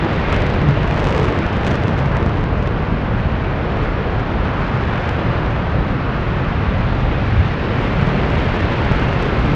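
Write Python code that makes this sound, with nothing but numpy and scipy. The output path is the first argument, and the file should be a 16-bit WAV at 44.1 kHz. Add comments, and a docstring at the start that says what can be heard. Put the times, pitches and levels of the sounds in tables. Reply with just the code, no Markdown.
"""An open field, with a large rocket engine firing steadily on a test stand in the distance.
Swirls of gas (eddies) in its steam plume make the noise: big ones rumble, smaller ones roar and hiss.
The jet's pressure peaks steepen into shocks, sudden jumps in pressure that crackle in flurries,
crack one by one or rip in bunches. Early on, one surge whooshes down in pitch."""
import sys
import numpy as np
from scipy import signal
from scipy.fft import rfft, irfft, next_fast_len
from scipy.io import wavfile
from scipy.ndimage import uniform_filter1d, map_coordinates

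SR = 44100
rng = np.random.default_rng(int(sys.argv[2]) if len(sys.argv) > 2 else 0)


def int16_out(signal):
    """Quantize to a 16-bit WAV file."""
    q = np.round(np.clip(np.atleast_2d(signal).T, -1, 1) * 32767)
    wavfile.write(sys.argv[1], SR, q.astype(np.int16))


N = 421155

# The tone of each size of eddy, biggest first: pitch_hz, gain_db
RUMBLE_TONE = [(12, -24), (25, -8), (38, -0.5), (65, 0.3), (100, 0), (150, -2), (210, -7), (300, -19),
               (600, -39.5), (1500, -100)]
ROAR_TONE = [(100, -20.5), (200, -2.5), (290, 1), (460, -0.5), (620, -7), (900, -18.5), (1600, -29),
             (5000, -100)]
RUSH_TONE = [(300, -22.5), (550, 1), (750, 0.5), (1200, -1.5), (1650, -5), (2400, -20.5), (4000, -38.5),
             (8000, -100)]
HISS_TONE = [(500, -20), (1200, -3), (1900, 2), (2600, -1), (3300, -7), (4000, -12), (5000, -20),
             (6300, -31.5), (8000, -45.5), (10000, -60), (14000, -83.5)]
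# How loud the three bigger sizes are as time passes: time_s, level_db
RUMBLE_LEVELS = [(0, -19.5), (.8, -18), (1.25, -19), (1.8, -19), (2.5, -18), (3.4, -19), (4.5, -19.5),
                 (6.1, -18.5), (7.35, -17.5), (7.7, -19.5), (8.1, -18), (9.55, -17)]
ROAR_LEVELS = [(0, -23.5), (1.5, -26.5), (1.9, -25), (2.8, -26.5), (3.4, -28.5), (3.85, -27), (4.4, -28),
               (5, -28), (5.8, -28), (7.2, -28), (8.2, -25), (9.55, -24.5)]
RUSH_LEVELS = [(0.0, -25.5), (0.61, -27), (1.28, -25.5), (2.71, -29), (3.24, -28), (5.05, -25.5),
               (5.7, -28.5), (7.26, -29.5), (8.01, -27), (9.55, -26)]
# The jet's strength across the field, which hiss and crackle follow: time_s, strength_db
JET_STRENGTH = [(0.0, -31), (0.45, -30.5), (0.66, -32), (1.65, -33.5), (2.42, -37.5), (2.77, -36.5),
                (3.67, -35.5), (4.23, -35), (5.11, -33), (5.8, -35), (6.22, -34.5), (8.78, -29.5),
                (9.55, -30.5)]
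# Spells of harder crackle: middle_s, spread_s, lift_db
CRACKLE_SPELLS = [(1.12, 0.13, 6.4), (2.05, .55, 5.5), (4.8, 0.27, 3), (8.25, .3, 1.6), (9.2, .38, 1)]
# Single strong shocks: time_s, sharpness_db, thump_db
STRONG_SHOCKS = [(.0471, -44, -4), (0.133, -44, -19), (.1629, -45, -16), (.3022, -45, -27),
                 (.327, -34, -20), (.3285, -35.5, -26), (0.3446, -39.5, -22), (.3608, -46, -18),
                 (0.3647, -36.5, -15), (0.405, -44, -20), (0.4216, -38.5, -22), (.4666, -39.5, -9),
                 (0.5018, -43, -13), (.5418, -44, -19), (.6171, -45, -14), (0.6883, -43, -3),
                 (0.709, -45, -22), (0.8327, -44, -17), (.8766, -42.5, -18), (0.9112, -41, -18),
                 (0.943, -42, -18), (0.9633, -42, -19), (0.9783, -43.5, -19), (0.9944, -41, -20),
                 (1.0018, -39.5, -21), (1.0434, -35, -12), (1.0524, -39.5, -17), (1.0702, -39.5, -18),
                 (1.0714, -39, -6), (1.0741, -42, -21), (1.0873, -40.5, -15), (1.0942, -39, -19),
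                 (1.1059, -43, -23), (1.109, -44, -17), (1.1266, -40, -18), (1.1488, -39.5, -12),
                 (1.165, -41, -18), (1.1799, -37, -16), (1.1988, -39, -3), (1.2317, -42, -18),
                 (1.243, -40.5, -18), (1.247, -42.5, -15), (1.2548, -40, -17), (1.283, -45, -13),
                 (1.2866, -43.5, -19), (1.3251, -43, -20), (1.3899, -38.5, -16), (1.4655, -43, -28),
                 (1.5311, -45, -25), (1.5685, -44, -25), (1.6336, -44, -20), (1.6485, -40, -17),
                 (1.6668, -38.5, -17), (1.6687, -35.5, -24), (1.6743, -37.5, -19), (1.6778, -40, -9),
                 (1.6816, -40.5, -8), (1.71, -39.5, -20), (1.7148, -39.5, -17), (1.7447, -44, -13),
                 (1.7558, -38.5, -19), (1.8371, -42, -19), (1.882, -40, -5), (1.979, -46, -17),
                 (1.9917, -42, -19), (2.06, -46.5, -20), (2.1692, -38, -14), (2.2285, -47, -11),
                 (2.263, -42.5, -11), (2.295, -47, -19), (2.4408, -45, -20), (2.6272, -45.5, -12),
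                 (2.6734, -48, -22), (2.6759, -45, -18), (3.7694, -49.5, -21), (3.8388, -48.5, -14),
                 (4.1968, -48, -21), (5.0926, -38, -9), (5.4627, -49.5, -23), (8.0141, -44, -19),
                 (8.072, -45, -17), (8.402, -47.5, -20), (8.5674, -46, -17), (8.6066, -44.5, -18),
                 (8.8491, -44, -11), (8.9143, -46, -3.5), (8.9217, -42, -15), (8.9624, -45.5, -17),
                 (8.9968, -44, -12), (9.226, -39, -13)]
# Tight bunches of shocks: middle_s, spread_s, sharpness_db, rush_and_hiss_change_db
SHOCK_BUNCHES = [(.335, .03, -58, 2), (1.06, .055, -52, -2), (1.145, .04, -48.5, 0),
                 (1.248, 0.012, -51.5, -2.5), (1.673, .018, -47, 0.5), (1.725, .02, -48.5, 1),
                 (3.2, .025, -57.5, -0.2), (3.82, .05, -52, 0.9), (5.095, .015, -57, .7),
                 (7.85, .03, -52.5, 0), (9.225, .025, -53, 0.5)]
# The tone of the shocks after crossing the field: pitch_hz, gain_db
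SHOCK_TONE = [(1200, 0), (2700, 1), (4200, -2), (6100, 0.8), (8000, -1.1), (10500, -2.2), (14000, -0.5)]
# The falling whoosh: time_s, pitch_hz, level_db
SURGE_PATH = [(.9, 560, -46), (1.03, 510, -22.5), (1.12, 489, -24), (1.2, 398.8, -22.5), (1.3, 357, -22.5),
              (1.42, 341, -26), (1.52, 340, -38), (1.65, 330, -70)]
# Bands of plume noise that swell and fade: middle_s, spread_s, pitch_hz, half_width_hz, level_db
BILLOW_BANDS = [(.05, .035, 350, 32, -23), (.34, 0.027, 2090, 900, -30.5), (.67, 0.047, 137, 16, -16),
                (1.12, 0.099, 980, 170, -33), (1.95, 0.25, 134, 27, -22.5), (2.15, 0.033, 1300, 690, -29.5),
                (2.5, 0.18, 36, 11, -27), (3.85, 0.28, 457, 100, -31.5), (4.8, 0.2, 1300, 450, -35.5),
                (5.1, .3, 560, 100, -33), (5.35, 0.15, 100, 24, -22), (6.0, .15, 240, 50, -29),
                (6.45, 0.79, 1290, 390, -34), (6.8, 0.27, 83.7, 23, -22), (7.05, 0.082, 42, 13, -24),
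                (7.37, 0.13, 92, 30, -18.5), (7.7, 0.11, 420, 160, -28.5), (8.04, 0.09, 149, 86, -18),
                (8.28, .09, 483, 110, -30.5), (8.9, .6, 243, 59, -30.5), (8.93, 0.099, 1690, 650, -30),
                (9.47, 0.065, 128, 38, -17), (9.5, .08, 296, 50, -27)]


def plume(lopsidedness=0.045, churn_db=0.75):
    """Four sizes of eddy make noise; in so loud a flow, pressure peaks are bigger than the dips."""
    rumble_db, roar_db, rush_db = curves(RUMBLE_LEVELS) + curves(ROAR_LEVELS) + curves(RUSH_LEVELS)
    rip_db = swells([(middle, spread, change_db) for middle, spread, _, change_db in SHOCK_BUNCHES])
    rumble = amp(rumble_db) * eddies(RUMBLE_TONE, patchy_db=-0.3)
    roar = amp(roar_db + churn_db * wobble(8)) * eddies(ROAR_TONE, patchy_db=1)
    rush = amp(rush_db + rip_db) * eddies(RUSH_TONE, patchy_db=0.5)
    hiss_db = -33 + 0.95 * strength_db() + rip_db + 0.19 * wobble(30)
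    hiss = amp(hiss_db) * eddies(HISS_TONE, patchy_db=0.5)
    body = rumble + roar + rush
    peaks = rebound(body * unit(body), swing_hz=40, damping=0.74)
    return body + lopsidedness * peaks + hiss


def eddies(tone, patchy_db):
    """The noise of one size of eddy; moving air on the way makes patches of it louder or softer."""
    grid = signal.stft(rng.standard_normal(N), nperseg=1024)[2]  # noise laid out by pitch and time
    patches = uniform_filter1d(rng.standard_normal(grid.shape), size=9, axis=0)
    patches = uniform_filter1d(patches, size=16, axis=1)
    noise = signal.istft(grid * amp(patchy_db * unit(patches)), nperseg=1024)[1][:N]
    return unit(with_tone(noise, tone))


def crackle(count=9000, spread_db=5.0, raggedness=0.3):
    """Many small shocks come at random moments; their sharpness varies more in the hard spells."""
    spell_db = swells(CRACKLE_SPELLS)
    typical_db = -60.5 + 1.35 * strength_db() + spell_db
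    times = rng.uniform(0, N / SR, count)
    index = (times * SR).astype(int)
    flurry_db = (typical_db + 0.6 * wobble(13))[index]
    scatter_db = spread_db + raggedness * spell_db[index]
    sharp_db = flurry_db + scatter_db * np.clip(rng.standard_normal(count), -2.4, 2.4)
    spikes = shock_spikes(times, sharp_db, height_db=-14, width_ms=0.085, growth=0.45, narrowing=0.17)
    return rebound(spikes, swing_hz=129, damping=0.78)


def cracks(fall_ms=1.75, fade_ms=3.2, front_ms=0.15):
    """The strongest shocks stand out: each is a spike on a sudden push that falls away into suction."""
    times, sharp_db, thump_db = np.transpose(STRONG_SHOCKS)
    spikes = shock_spikes(times, sharp_db, height_db=-9.4, width_ms=0.076, growth=0.55, narrowing=0.19)
    ms = np.arange(-SR // 50, SR // 50 + 1) / SR * 1000
    after_ms = np.maximum(ms, 0)
    front = (1 + np.tanh(ms / front_ms)) / 2
    thump = front * np.cos(np.pi / 2 * after_ms / fall_ms) * np.exp(-after_ms / fade_ms)
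    pushes = np.bincount((times * SR).astype(int), amp(thump_db), N)
    return rebound(spikes, swing_hz=140, damping=0.5) + signal.fftconvolve(pushes, thump, "same")


def rips(shocks_each=40, spread_db=5.0):
    """Now and then shocks arrive in a tight bunch, making a short, bright tearing sound."""
    middle_s, spread_s, typical_db, _ = np.transpose(SHOCK_BUNCHES)[:, :, None]
    chance = rng.standard_normal((len(SHOCK_BUNCHES), 2, shocks_each))
    times = (middle_s + spread_s * chance[:, 0]).ravel()
    sharp_db = (typical_db + spread_db * chance[:, 1]).ravel()
    spikes = shock_spikes(times, sharp_db, height_db=-20.6, width_ms=0.071, growth=0.6, narrowing=0.19)
    return rebound(spikes, swing_hz=160, damping=0.65)


def shock_spikes(times, sharp_db, height_db, width_ms, growth, narrowing):
    """One spike of pressure for each shock: the sharper the shock, the taller and narrower it is."""
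    extra_db = np.minimum(sharp_db + 40, 9)[:, None]  # height_db and width_ms apply at sharpness -40
    height = amp(height_db + growth * extra_db)
    width_s = width_ms / 1000 * amp(-narrowing * extra_db)
    nearby = np.arange(-96, 97)
    index = np.round(times * SR).astype(int)[:, None] + nearby
    offset_s = index / SR - times[:, None]
    spikes = height * np.hanning(len(nearby)) / (1 + (offset_s / width_s) ** 2)
    inside = (index >= 0) & (index < N)
    return np.bincount(index[inside], spikes[inside], N)


def rebound(pressure, swing_hz, damping):
    """After each push, the air swings back into a gentle suction."""
    return filtered(pressure,
                    lambda hz: -hz ** 2 / (swing_hz ** 2 - hz ** 2 + 2j * damping * swing_hz * hz))


def surge(half_width_hz=110):
    """The exhaust swells once, with a hollow note that sinks and fades."""
    pitch_hz, level_db = curves(SURGE_PATH)
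    flutter_a, flutter_b = noise_band(0, half_width_hz), noise_band(0, half_width_hz)
    phase = 2 * np.pi * np.cumsum(pitch_hz) / SR
    whoosh = flutter_a * np.cos(phase) + flutter_b * np.sin(phase)  # moves low noise up to the pitch
    return amp(level_db) * unit(whoosh)


def billows():
    """For a moment, eddies of one size stand out: low ones throb and high ones rasp."""
    return sum(amp(level_db) * hump(middle_s, spread_s) * unit(noise_band(pitch_hz, half_width_hz))
               for middle_s, spread_s, pitch_hz, half_width_hz, level_db in BILLOW_BANDS)


def strength_db():
    """How far the jet's strength is above or below its average."""
    level_db, = curves(JET_STRENGTH)
    return level_db - level_db.mean()


def swells(rows):
    """Add up smooth level changes, in dB, from rows of middle_s, spread_s, lift_db."""
    return sum(lift_db * hump(middle_s, spread_s) for middle_s, spread_s, lift_db in rows)


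def hump(middle_s, spread_s):
    """A smooth rise and fall that reaches 1 in the middle."""
    return np.exp(-.5 * ((np.arange(N) / SR - middle_s) / spread_s) ** 2)


def wobble(rate):
    """A smooth curve through random points, with rate points each second."""
    return map_coordinates(rng.standard_normal(int(N * rate / SR) + 4), [np.arange(N) * rate / SR])


def curves(rows):
    """Join a table's points with straight lines: one curve for each column after the time."""
    times, *columns = np.transpose(rows)
    return [np.interp(np.arange(N) / SR, times, column) for column in columns]


def noise_band(pitch_hz, half_width_hz):
    """Noise gathered around one pitch."""
    return filtered(rng.standard_normal(N), lambda hz: 1 / (1 + ((hz - pitch_hz) / half_width_hz) ** 4))


def with_tone(x, tone):
    """Shape a sound's lows and highs with rows of pitch_hz, gain_db."""
    pitch_hz, gain_db = np.transpose(tone)
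    return filtered(x, lambda hz: amp(np.interp(np.log(hz + 1), np.log(pitch_hz), gain_db)))


def filtered(x, response):
    """Multiply each frequency in a sound by response(hz)."""
    size = next_fast_len(N + SR // 2)
    return irfft(rfft(x, size) * response(np.fft.rfftfreq(size, 1 / SR)), size)[:N]


def amp(db):
    """Turn decibels into a number to multiply by."""
    return 10 ** (np.asarray(db) / 20)


def unit(x):
    """Scale a signal so its average size (rms) is 1."""
    return x / np.sqrt(np.mean(x ** 2) + 1e-20)


def scene():
    """Everything comes from the one distant plume, in one channel."""
    shocks = with_tone(crackle() + rips() + cracks(), SHOCK_TONE)
    return (plume() + billows() + surge() + shocks)[None]


def record(dry):
    """Cut away the very highest treble."""
    return np.array([filtered(channel, lambda hz: hz < 14500) for channel in dry])


dry = scene()
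out = record(dry)
int16_out(out)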